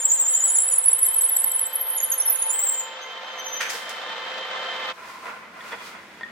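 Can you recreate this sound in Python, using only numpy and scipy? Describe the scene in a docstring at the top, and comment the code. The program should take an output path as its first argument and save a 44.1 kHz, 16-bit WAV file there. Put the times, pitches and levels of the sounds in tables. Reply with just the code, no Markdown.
"""A bit boring into a wooden rod spun by a lathe wails in several voices amid short squeaks, in a hard-walled workshop.
Stick-slip sines sweep twice a turn as the flutes rub the bore; gear and motor sines whine over shaped noise.
Decaying noise knocks as the tailstock is unclamped; jolts ring the bed.
After a jump in time the lathe stands still: a hand draws the rod out of the jaws, as noise and clicks excite resonances."""
import sys
import numpy as np
from scipy import signal
from scipy.fft import rfft, irfft, next_fast_len
from scipy.io import wavfile
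from scipy.ndimage import uniform_filter1d

SR = 44100
rng = np.random.default_rng(int(sys.argv[2]) if len(sys.argv) > 2 else 0)


def wav_record(signal):
    """Record a signal, one row per channel, as 16-bit PCM in the file named by sys.argv[1]."""
    frames = np.transpose(np.atleast_2d(signal))
    bounded = np.clip(frames, -1, 1)
    # unit amplitude maps onto the largest positive 16-bit level
    quanta = np.round(bounded * 32767).astype(np.int16)
    wavfile.write(sys.argv[1], SR, quanta)


N = 278259
T = np.arange(N) / SR   # time in s
EAR_SIGN = np.array([[1], [-1]])   # left, right
STOP_S = 4.915   # the sound of the running lathe gives way to the rod

# Second harmonic of the squeal: t/s, level under the fundamental/dB
OCTAVE_LEVELS = [(0, -21), (.65, -25), (.8, -32), (1.5, -41.5), (2.0, -22.5), (2.2, -38), (2.45, -18),
                 (2.52, -8.5), (2.9, -22.5), (3.3, -14.5)]
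# Correlation of the two ears: f/Hz, likeness (0-1)
EAR_LIKENESS = [(60, 0.74), (180, 1), (550, 0.86), (1650, 0.38), (4970, 0.11), (15000, 0.16)]


def from_db(db):
    """Level as a logarithm of amplitude: 20 dB is a factor of ten."""
    return 10 ** (np.asarray(db) / 20)


def rms_one(x):
    """Normalise by the root-mean-square amplitude."""
    return x / np.sqrt(np.mean(x ** 2) + 1e-20)


def in_time(rows):
    """Linear interpolation of each column of a time table, sample by sample."""
    times, *columns = np.transpose(rows)
    return [np.interp(T, times, column) for column in columns]


def at_hz(points, hz):
    """Interpolation of a spectrum along a logarithmic frequency axis."""
    table_hz, values = np.array(points).T
    return np.interp(np.log(hz), np.log(table_hz), values)


def between(t0, t1, fade):
    """A gate with linear ramps: 1 inside the span, 0 outside."""
    return np.clip(np.minimum(T - t0, t1 - T) / fade, 0, 1)


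def drift(rate):
    """Low-pass filtered noise of spread 1, wandering at about the given rate in Hz."""
    step = 40   # samples per point of the slow noise
    pole = np.exp(-2 * np.pi * rate * step / SR)
    white = rng.standard_normal(N // step + 2002)
    slow = signal.lfilter([1], [1, -2 * pole, pole * pole], white)[2000:]   # settled part only
    fine = np.interp(np.arange(N) / step, np.arange(len(slow)), rms_one(slow))
    return uniform_filter1d(fine, size=80)


def stereo_noise(spectrum):
    """Interaural coherence: coloured noise, alike in both ears in the bass, less so in the treble; rms 1."""
    # Interaural level difference: f/Hz, left minus right/dB
    ear_lean = [(60, -1), (240, 0.5), (950, -1.5), (3770, 0.5), (15000, 0.5)]
    size = next_fast_len(N)
    hz = np.maximum(np.arange(size // 2 + 1) * SR / size, 1)
    mid, side = rfft(rng.standard_normal((2, size)))
    alike = np.clip(at_hz(EAR_LIKENESS, hz), 0, 1)
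    both = np.sqrt(1 + alike) * mid + np.sqrt(1 - alike) * side * EAR_SIGN
    lean = from_db(at_hz(ear_lean, hz) / 2 * EAR_SIGN)
    coloured = both * lean * from_db(at_hz(spectrum, hz))
    return rms_one(irfft(coloured, size)[:, :N])


def tone(hz, waver_db, rate):
    """Amplitude and phase modulation of a sine, less alike in the two ears where coherence is low."""
    phase = 2 * np.pi * np.cumsum(hz) / SR + .5 * drift(rate)
    swell = drift(rate)
    apart = 1 - np.clip(at_hz(EAR_LIKENESS, hz[0]), 0, 1)
    ears = []
    for _ in range(2):
        strength = np.sqrt(2) * from_db(waver_db * (swell + apart * drift(rate)))
        ears.append(strength * np.sin(phase + apart * drift(5.4)))
    return np.array(ears)


def ring(x, hz, t60):
    """A damped oscillator: a unit click starts a sine of initial height about 1, falling 60 dB in t60 seconds."""
    r, w = from_db(-60 / (t60 * SR)), 2 * np.pi * hz / SR
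    return signal.lfilter([0, np.sin(w)], [1, -2 * r * np.cos(w), r * r], x + 1e-18)


def ring_wide(x, hz, width):
    """Resonance as a band-pass whose Q is centre frequency over bandwidth; rms 1."""
    return rms_one(signal.lfilter(*signal.iirpeak(hz, hz / width, fs=SR), x))


def workshop(x, t60=0.61, level_db=-6):
    """Reverberation: direct sound plus an exponentially dying tail of reflections, another in each ear."""
    t = T[:SR]
    build_up = np.clip(t / 0.011, 0, 1)
    tail = rng.standard_normal((2, SR)) * from_db(-60 * t / t60) * build_up
    tail /= np.sqrt(np.sum(tail ** 2, axis=1, keepdims=True))   # unit energy
    reflected = signal.fftconvolve(np.broadcast_to(x, (2, N)), tail, axes=1)[:, :N]
    return x + from_db(level_db) * reflected


def squeal():
    """Stick-slip friction drives voices and squeaks; the squeal has a short reverberation."""
    # Voices of the bit: t/s, lowest f/Hz, highest f/Hz, level/dB, loss where the grip is weakest/dB
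    low_voice = [(0, 6675, 7710, -13.5, 6.5), (.45, 6803, 7870, -15, 5), (.62, 6970, 7900, -26.5, -6.5),
                 (.66, 7100, 7890, -16, 36.5), (.9, 7300, 7795, -11.5, 40), (1.67, 7250, 7826, -17, 37),
                 (1.74, 7300, 7800, -69, 48.5), (2.5, 7550, 7900, -67, 15), (2.525, 7250, 8460, -26, -4.5),
                 (2.66, 7370, 7880, -19.5, 1), (2.8, 6910, 7480, -20, 0.5), (2.86, 7220, 7130, -40, 9)]
    middle_voice = [(0.269, 9900, 10000, -46, 24), (.3, 10200, 10460, -16.5, 18),
                    (0.421, 10010, 10500, -31, 27), (0.459, 9980, 10520, -16.5, 6.1),
                    (.7, 10270, 10580, -20.5, 2.9), (.95, 10230, 10710, -22, 7.5),
                    (1.05, 10240, 10600, -16, 15), (1.64, 10210, 10520, -15.5, 26),
                    (1.69, 10300, 10900, -73, 35)]
    high_voice = [(.94, 11250, 11800, -73.5, 40), (.98, 10800, 11600, -20, 16),
                  (1.4, 10900, 11710, -5.5, 84), (1.68, 10870, 11900, -1, 240),
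                  (1.732, 11230, 11800, -21, 6.8), (1.905, 10900, 11650, -22, 4.2),
                  (2.08, 10700, 11570, -9, 25), (2.1, 10660, 11600, -57.5, 6)]
    last_voice = [(2.879, 6140, 6220, -70, 8), (3.031, 6200, 6500, -40.5, 10), (3.2, 6080, 6230, -62.5, 10),
                  (3.341, 6190, 6300, -44, 13), (3.4, 6065, 6190, -29, 23), (3.531, 6100, 6130, -31, 4.1),
                  (3.699, 6290, 6090, -36, 5.9), (3.73, 6200, 6180, -60, 5)]
    # Each voice within a pass: share at which the pitch is lowest, share spent climbing
    pass_timing = [(.49, .56), (.27, .68), (.19, .76), (.5, .55)]
    # Grip of each voice: second flute weaker by/dB, weakness at bottom, mid climb, top, mid drop
    grip_cycles = [(3.0, 1.1, .6, 0.0, 2.1), (1.5, .1, 0.0, 1.0, .8), (1.5, .6, 1.4, .25, 0.0),
                   (1.5, 0.0, .6, 1.0, .6)]
    # Left minus right of each voice: level/dB
    voice_leans = [0.17, -1.8, -1.2, -1.7]
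    jump_s, squeal_t60_s, squeal_room_db = 2.535, 0.33, -8

    voices = (low_voice, middle_voice, high_voice, last_voice)
    dry_squeal = squeaks() + sum(map(wail, voices, pass_timing, grip_cycles, voice_leans))
    dry_squeal *= from_db(drift(45)) * between(0, 9, 0.001)   # the grip on the grain flutters
    # the sound jumps ahead in time: the first part's reverberation is faded out there
    early = between(-1, jump_s - .01, .005)
    first = workshop(dry_squeal * early, squeal_t60_s, squeal_room_db)
    later = workshop(dry_squeal * (1 - early), squeal_t60_s, squeal_room_db)
    return first * between(-1, jump_s + .03, .05) + later


def wail(voice, timing, cycle, lean_db):
    """Periodic stick-slip: each pass the pitch climbs and falls as a flute's bite and grip vary."""
    # Flutes that have passed one spot of the bore: count
    pass_counts = [-1, 7, 11, 35, 37, 50]
    # When each count is reached: t/s
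    pass_times = [-.015, .61, .917, 2.715, 2.845, 3.797]
    low_hz, high_hz, level_db, dip_db = in_time(voice)
    bottom, climb = timing
    second_db, *weak = cycle
    passes = np.interp(T, pass_times, pass_counts) + 2 - bottom + .02 * drift(8)
    share, number = passes % 1, (passes + 0.25).astype(int)
    knots = [0, climb / 2, climb, (1 + climb) / 2, 1]
    size = round(.006 * SR)   # rounds the turns of pitch and grip

    height = np.interp(share, knots, [0, .64, 1, .64, 0])   # the pitch lingers near its top
    swing_hz = high_hz - low_hz
    bend = uniform_filter1d(low_hz + swing_hz * height, size=size)
    unsteady_hz = (15 + .06 * swing_hz) * drift(64)
    phase = 2 * np.pi * np.cumsum(bend + unsteady_hz) / SR
    phase = phase + (0.67 + 0.63 * drift(25)) * EAR_SIGN   # the ears differ in phase
    octave_gain = from_db(in_time(OCTAVE_LEVELS)[0] + 2.5 * EAR_SIGN) * (2 * bend < .4 * SR)
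    wave = np.sin(phase) + octave_gain * np.sin(2 * phase)

    chance_db = 1.2 * rng.standard_normal(number.max() + 1)   # each pass bites differently
    bite_db = chance_db[number] - second_db * (number % 2)
    grip_db = level_db + bite_db - dip_db * np.interp(share, knots, weak + weak[:1])
    swell = from_db(uniform_filter1d(grip_db, size=size) + 2.3 * drift(120))
    swell = np.maximum(swell, catches(bend) * (level_db > -45))
    ear_waver_db = 1.3 * np.array([drift(60), drift(60)])
    ears = from_db(ear_waver_db + lean_db / 2 * EAR_SIGN)
    return ears * swell * wave * between(voice[0][0] - .01, voice[-1][0], 0.005)


def catches(bend):
    """Transient friction: a flute catches hard and a voice near the listed pitch flares in a sine-squared swell."""
    # Hard catches: t/s, relative level/dB, f/Hz
    flares = [(0.052, -9.5, 7670), (.117, -8, 7430), (.14, -14.5, 7640), (0.197, -11, 7500),
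              (0.21, -9.5, 7750), (.226, -17.5, 7650), (0.285, -11, 7810), (0.348, -10.5, 7510),
              (0.439, -9.5, 7800), (0.585, -6.5, 7640), (.632, -14, 10300), (.735, -10.5, 10400),
              (.782, -8, 10300), (.858, -9.5, 10250), (0.882, -6, 10400), (.912, -22.5, 7780),
              (0.93, -7, 10300), (1.029, -7, 10400), (1.085, -11.5, 10300), (1.21, -14.5, 7850),
              (1.236, -13, 10300), (1.2915, -18, 11400), (1.328, -15.5, 10400), (1.559, -13.5, 10400),
              (1.755, -14, 11300), (1.811, -15.5, 11700), (1.901, -15.5, 11000)]
    rise_s, fall_s = 0.004, 0.014
    out, t = np.zeros(N), T[:SR // 10]
    stage = np.interp(t, [0, rise_s, rise_s + fall_s], [0, 1, 2])
    shape = np.sin(np.pi / 2 * stage) ** 2
    for start_s, db, hz in flares:
        at = round(start_s * SR) - round(.002 * SR)   # begins 2 ms ahead
        if abs(bend[at] - hz) < 450:
            out[at:at + len(t)] += from_db(db - 0.5) * shape
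    return out


def squeaks():
    """Stick-slip glides: each squeak is a sine with a smooth swell, and slip adds its octave."""
    # Short squeaks: start t/s, relative level/dB, length/s, first f/Hz, last f/Hz
    short_squeaks = [(0.001, -31, 0.041, 9260, 9030), (0.141, -34.5, 0.036, 9700, 10180),
                     (0.712, -24, 0.026, 7020, 7100), (0.714, -27.5, 0.033, 9640, 9600),
                     (1.976, -27.5, 0.013, 7160, 6530), (2.002, -17.5, 0.0045, 6900, 6620),
                     (2.087, -39.5, 0.01, 7500, 7850), (2.1, -18, 0.012, 10900, 11140),
                     (2.115, -17.5, 0.014, 11600, 12000), (2.116, -23, 0.02, 6950, 6030),
                     (2.135, -18.5, 0.014, 11270, 11620), (2.178, -18, 0.018, 10930, 10650),
                     (2.193, -36, 0.035, 5750, 5760), (2.199, -14, 0.019, 10260, 10650),
                     (2.219, -27.5, 0.0082, 6700, 6150), (2.255, -18.5, 0.02, 11900, 10800),
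                     (2.271, -33, 0.022, 5680, 5630), (2.273, -16, 0.023, 10350, 10340),
                     (2.297, -13, 0.016, 12200, 12060), (2.316, -19, 0.025, 10720, 10100),
                     (2.334, -27, 0.014, 11650, 11500), (2.344, -24, 0.026, 10000, 10200),
                     (2.385, -22, 0.029, 10520, 10200), (2.357, -25.5, 0.0057, 6360, 7350),
                     (2.409, -22, 0.044, 10130, 10500), (2.419, -17, 0.01, 9850, 9870),
                     (2.422, -26, 0.011, 6170, 7080), (2.45, -22.5, 0.042, 10230, 10140),
                     (2.484, -21, 0.037, 9740, 10030), (2.497, -23, 0.024, 6960, 6970),
                     (2.687, -20, 0.016, 8130, 8800)]
    out = np.zeros((2, N))
    octave_db, = in_time(OCTAVE_LEVELS)
    jitter_hz = 90 * drift(140)
    chance = rng.standard_normal((len(short_squeaks), 3))
    for (start_s, db, length, hz0, hz1), (start, pan, skew) in zip(short_squeaks, chance):
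        # x runs 0..1 over the listed length; the swell extends beyond it
        x = np.arange(-.25 * length * SR, 1.18 * length * SR) / (length * SR)
        at = np.arange(len(x)) + round((start_s - .25 * length) * SR)
        hz = hz0 + (hz1 - hz0) * x + jitter_hz[at]
        phase = 2 * np.pi * np.cumsum(hz) / SR + np.pi * start + 1.055 * skew * EAR_SIGN
        octave = from_db(octave_db[at]) * (2 * hz0 < .4 * SR) * np.sin(2 * phase)
        ear_gain = from_db(db + 2 + (-1.5 + 2 * pan) * EAR_SIGN)
        wave = ear_gain * np.hanning(len(x)) * (np.sin(phase) + octave)
        out[:, at[at >= 0]] += wave[:, at >= 0]
    return out


def lathe():
    """Gear-mesh harmonics and motor tones over broadband rush of bearings, belt and chuck, which rings the housing."""
    # Running lathe: t/s, whine reference level/dB, rush level/dB
    lathe_levels = [(0, -51, -43), (1.2, -49.5, -42.5), (2.8, -48, -39.5), (3.55, -46.5, -36),
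                    (3.8, -48, -36), (4.9, -42, -31.5)]
    # Gear harmonics: multiple of the mesh rate, relative starting level/dB
    gear_harmonics = [(1, -2.5), (2, -4.5), (3, -8), (4, -5.5), (5, -11), (6, -1)]
    # Motor tones: f/Hz, relative level/dB
    motor_tones = [(215, -24.5), (470, -12.5), (694, -12.5), (898, -2)]
    # Rush before the housing rings: f/Hz, relative spectral level/dB
    rush_spectrum = [(88, -58), (201, -23), (431, -6.5), (578, 0), (1790, -2), (2760, -4), (3350, -2.5),
                     (7770, -24), (12700, -61), (16000, -43.5)]
    # Housing resonances: f/Hz, bandwidth/Hz, relative level/dB
    housing_rings = [(757, 25, -19), (1205, 35, -17), (1345, 70, -13), (1785, 80, -11), (3520, 50, -21),
                     (3625, 35, -19), (3990, 60, -23)]
    whine_db, rush_db = in_time(lathe_levels)
    mesh_hz = 519.5 * (1 + .003 * drift(6))   # the speed wavers
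    gears = 0
    for k, db in gear_harmonics:
        brighter_db = 0.1786 * k * T   # higher harmonics grow faster
        gears = gears + from_db(db + brighter_db) * tone(round(k) * mesh_hz, 2.6, 25.0)
    motor = sum(from_db(db) * tone(np.full(N, hz), 3.3, 9) for hz, db in motor_tones)
    # a thin, faint high whine, heard from 2.9 s on
    high_whine = tone(12470 + 30 * drift(24.04), 2.9, 26) * between(2.9, 9, 0.047)
    motor += from_db(-27) * high_whine

    rush = stereo_noise(rush_spectrum)
    housing = sum(from_db(db) * ring_wide(rush, hz, width) for hz, width, db in housing_rings)
    rush = from_db(rush_db + 1.55 * drift(120)) * rms_one(rush + housing)
    whine = from_db(whine_db - 1.3 / 2 * EAR_SIGN) * (gears + motor)   # leans to the right
    return (whine + rush) * between(-1, STOP_S + 0.017, 0.017)


def tailstock():
    """Impact decay: each knock of the clamp is an exponentially dying rattle with a bright sliding hiss."""
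    # Clamp knocks: t/s, relative level/dB, t60/s, hiss relative to body/dB
    clamp_knocks = [(3.603, -15.5, 0.2, -10), (3.65, -27, 0.16, -33), (3.694, -30.5, 0.42, 4.5),
                    (3.89, -28, 0.096, 1.5)]
    # Body of a knock: f/Hz, relative spectral level/dB
    clamp_spectrum = [(290, -59), (500, -20), (1070, -17), (1400, -6), (1760, -2), (2810, -8.5),
                      (6000, -28), (7800, -43.5), (13200, -120)]
    body = stereo_noise(clamp_spectrum)
    hiss = stereo_noise([(2500, -14), (5000, 6.0), (16000, -10.5)])
    out = 0
    for start_s, db, t60, bright_db in clamp_knocks:
        after = np.maximum(T - start_s, 0)
        build_up = np.clip(after / 0.0068, 0, 1)
        dying = build_up * from_db(db - 4.5 - 60 * after / t60)
        out = out + dying * (body + from_db(bright_db) * hiss)
    return workshop(out * from_db(2 * drift(162)))   # grain of the rattle


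def rod_drawn_out():
    """Friction and impact excite modes: rubbing rings the rod, skin hisses on wood, the rod taps a jaw."""
    # Rod and hand on the jaws: t/s, rub level/dB, skin hiss level/dB
    slide_levels = [(4.93, -47.5, -55.5), (5.02, -41.5, -52), (5.1, -40, -47), (5.2, -44.5, -52),
                    (5.27, -36, -47.5), (5.37, -39.5, -54.5), (5.5, -48, -63), (5.62, -40.5, -51),
                    (5.69, -36.5, -45.5), (5.78, -38.5, -51.5), (5.87, -39, -42.5), (5.97, -39.5, -55.5),
                    (6.1, -56, -59), (6.19, -49.5, -57.5), (6.3, -50.5, -67)]
    # Rod resonances: f/Hz, bandwidth/Hz, relative level/dB
    rod_modes = [(484, 25, -10), (655, 40, -7), (1030, 50, 5), (1400, 140, 3), (2020, 95, 1),
                 (2440, 40, -6), (3400, 50, -9), (4600, 160, -11)]
    # Rod against a jaw: t/s, relative strengths of rod, lower jaw ring, upper jaw ring, crack/dB
    jaw_taps = [(5.02, -45, -61, -69, -58), (5.257, -39.5, -53, -70, -48), (5.287, -48, -62, -70, -61.5),
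                (5.608, -62, -43, -46, -52), (5.722, -41.5, -40, -44.5, -40), (5.7253, -39, -54, -51, -36),
                (6.21, -40.5, -38, -60, -51), (6.233, -54, -30, -42, -56)]
    # Jaw rings: centre f/Hz, t60/s
    jaw_modes = [(1850, 0.14), (3400, 0.048)]
    rub_db, hiss_db = in_time(slide_levels)
    grain = stereo_noise([(40, -60), (300, -10.5), (1000, 6.0), (2500, 0.5), (6000, -43.0)])
    # once the rod slides free its higher rings take over (dB per octave)
    tilt_db = 5 * np.tanh((T - 5.68) * 10)
    rod = 1.45 * grain
    for hz, width, db in rod_modes:
        waver_db = 4 * drift(6.2)   # each ring comes and goes as the grip shifts
        mode_db = db - 9.0 + tilt_db * np.log2(hz / 1400) + waver_db
        rod = rod + from_db(mode_db) * ring_wide(grain, hz, width)
    skin = stereo_noise([(300, -51), (3000, -10), (5000, -13.0), (15000, -27)])
    rub = from_db(rub_db + 2.0 * drift(15.7) + 1.0 * drift(76)) * rms_one(rod)
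    rub = rub + from_db(hiss_db) * skin

    blows = np.zeros((4, N))   # impulses to the rod, two jaw rings and crack
    blows[:, [round(row[0] * SR) for row in jaw_taps]] = from_db(np.array(jaw_taps)[:, 1:].T)
    # wood dies within some tens of cycles
    taps = sum(ring(blows[0], hz, 55 / hz) * from_db(db) for hz, width, db in rod_modes)
    for blow, (hz, t60) in zip(blows[1:], jaw_modes):
        for side in (-1, 1):   # a close pair that beats
            taps += ring(blow, hz + side * 12.5, t60)
    crack = rng.standard_normal(SR // 20) * from_db(-60 * T[:SR // 20] / 0.024)   # t60 24 ms
    taps += signal.fftconvolve(blows[3], crack)[:N]
    taps = signal.sosfilt(signal.butter(2, [300, 6000], "band", fs=SR, output="sos"), taps)
    return rub * between(STOP_S, 9, 0.025) + workshop(taps, level_db=-8)


def thumps():
    """Impulse response of one mode: a jolt sets the lowest ring of the lathe bed going."""
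    # Jolts of the bed: t/s, impulse level before the band filter/dB
    bed_jolts = [(3.742, -34), (5.726, -35.5)]
    bed_hz, bed_t60_s = 471, 0.19
    jolts = np.zeros(N)
    for start_s, db in bed_jolts:
        jolts[round(start_s * SR)] = from_db(db)
    band = signal.butter(2, [.7 * bed_hz, 1.4 * bed_hz], "band", fs=SR, output="sos")
    return workshop(ring(signal.sosfilt(band, jolts), bed_hz, bed_t60_s))


def room_tone():
    """Stationary coloured noise under a slowly changing level."""
    # Room tone: f/Hz, relative spectral level/dB
    room_spectrum = [(30, -46.5), (60, -31), (80, -6.5), (105, -19), (200, 0), (300, -5), (1000, -8),
                     (2000, -5), (4200, -18), (16000, -38)]
    # Room tone: t/s, relative level/dB
    room_levels = [(0, -81), (2.7, -66.5), (3.9, -57), (6.3, -50)]
    return from_db(in_time(room_levels)[0] + 3.5) * stereo_noise(room_spectrum)


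def scene():
    """Linear superposition of all sources."""
    return squeal() + lathe() + tailstock() + rod_drawn_out() + thumps() + room_tone()


def record(dry):
    """Band limitation: a steep low-pass is 50 dB down from 16250 Hz upwards."""
    return signal.sosfilt(signal.cheby2(20, 50, 16250, fs=SR, output="sos"), dry)


dry = scene()
out = record(dry)
wav_record(out)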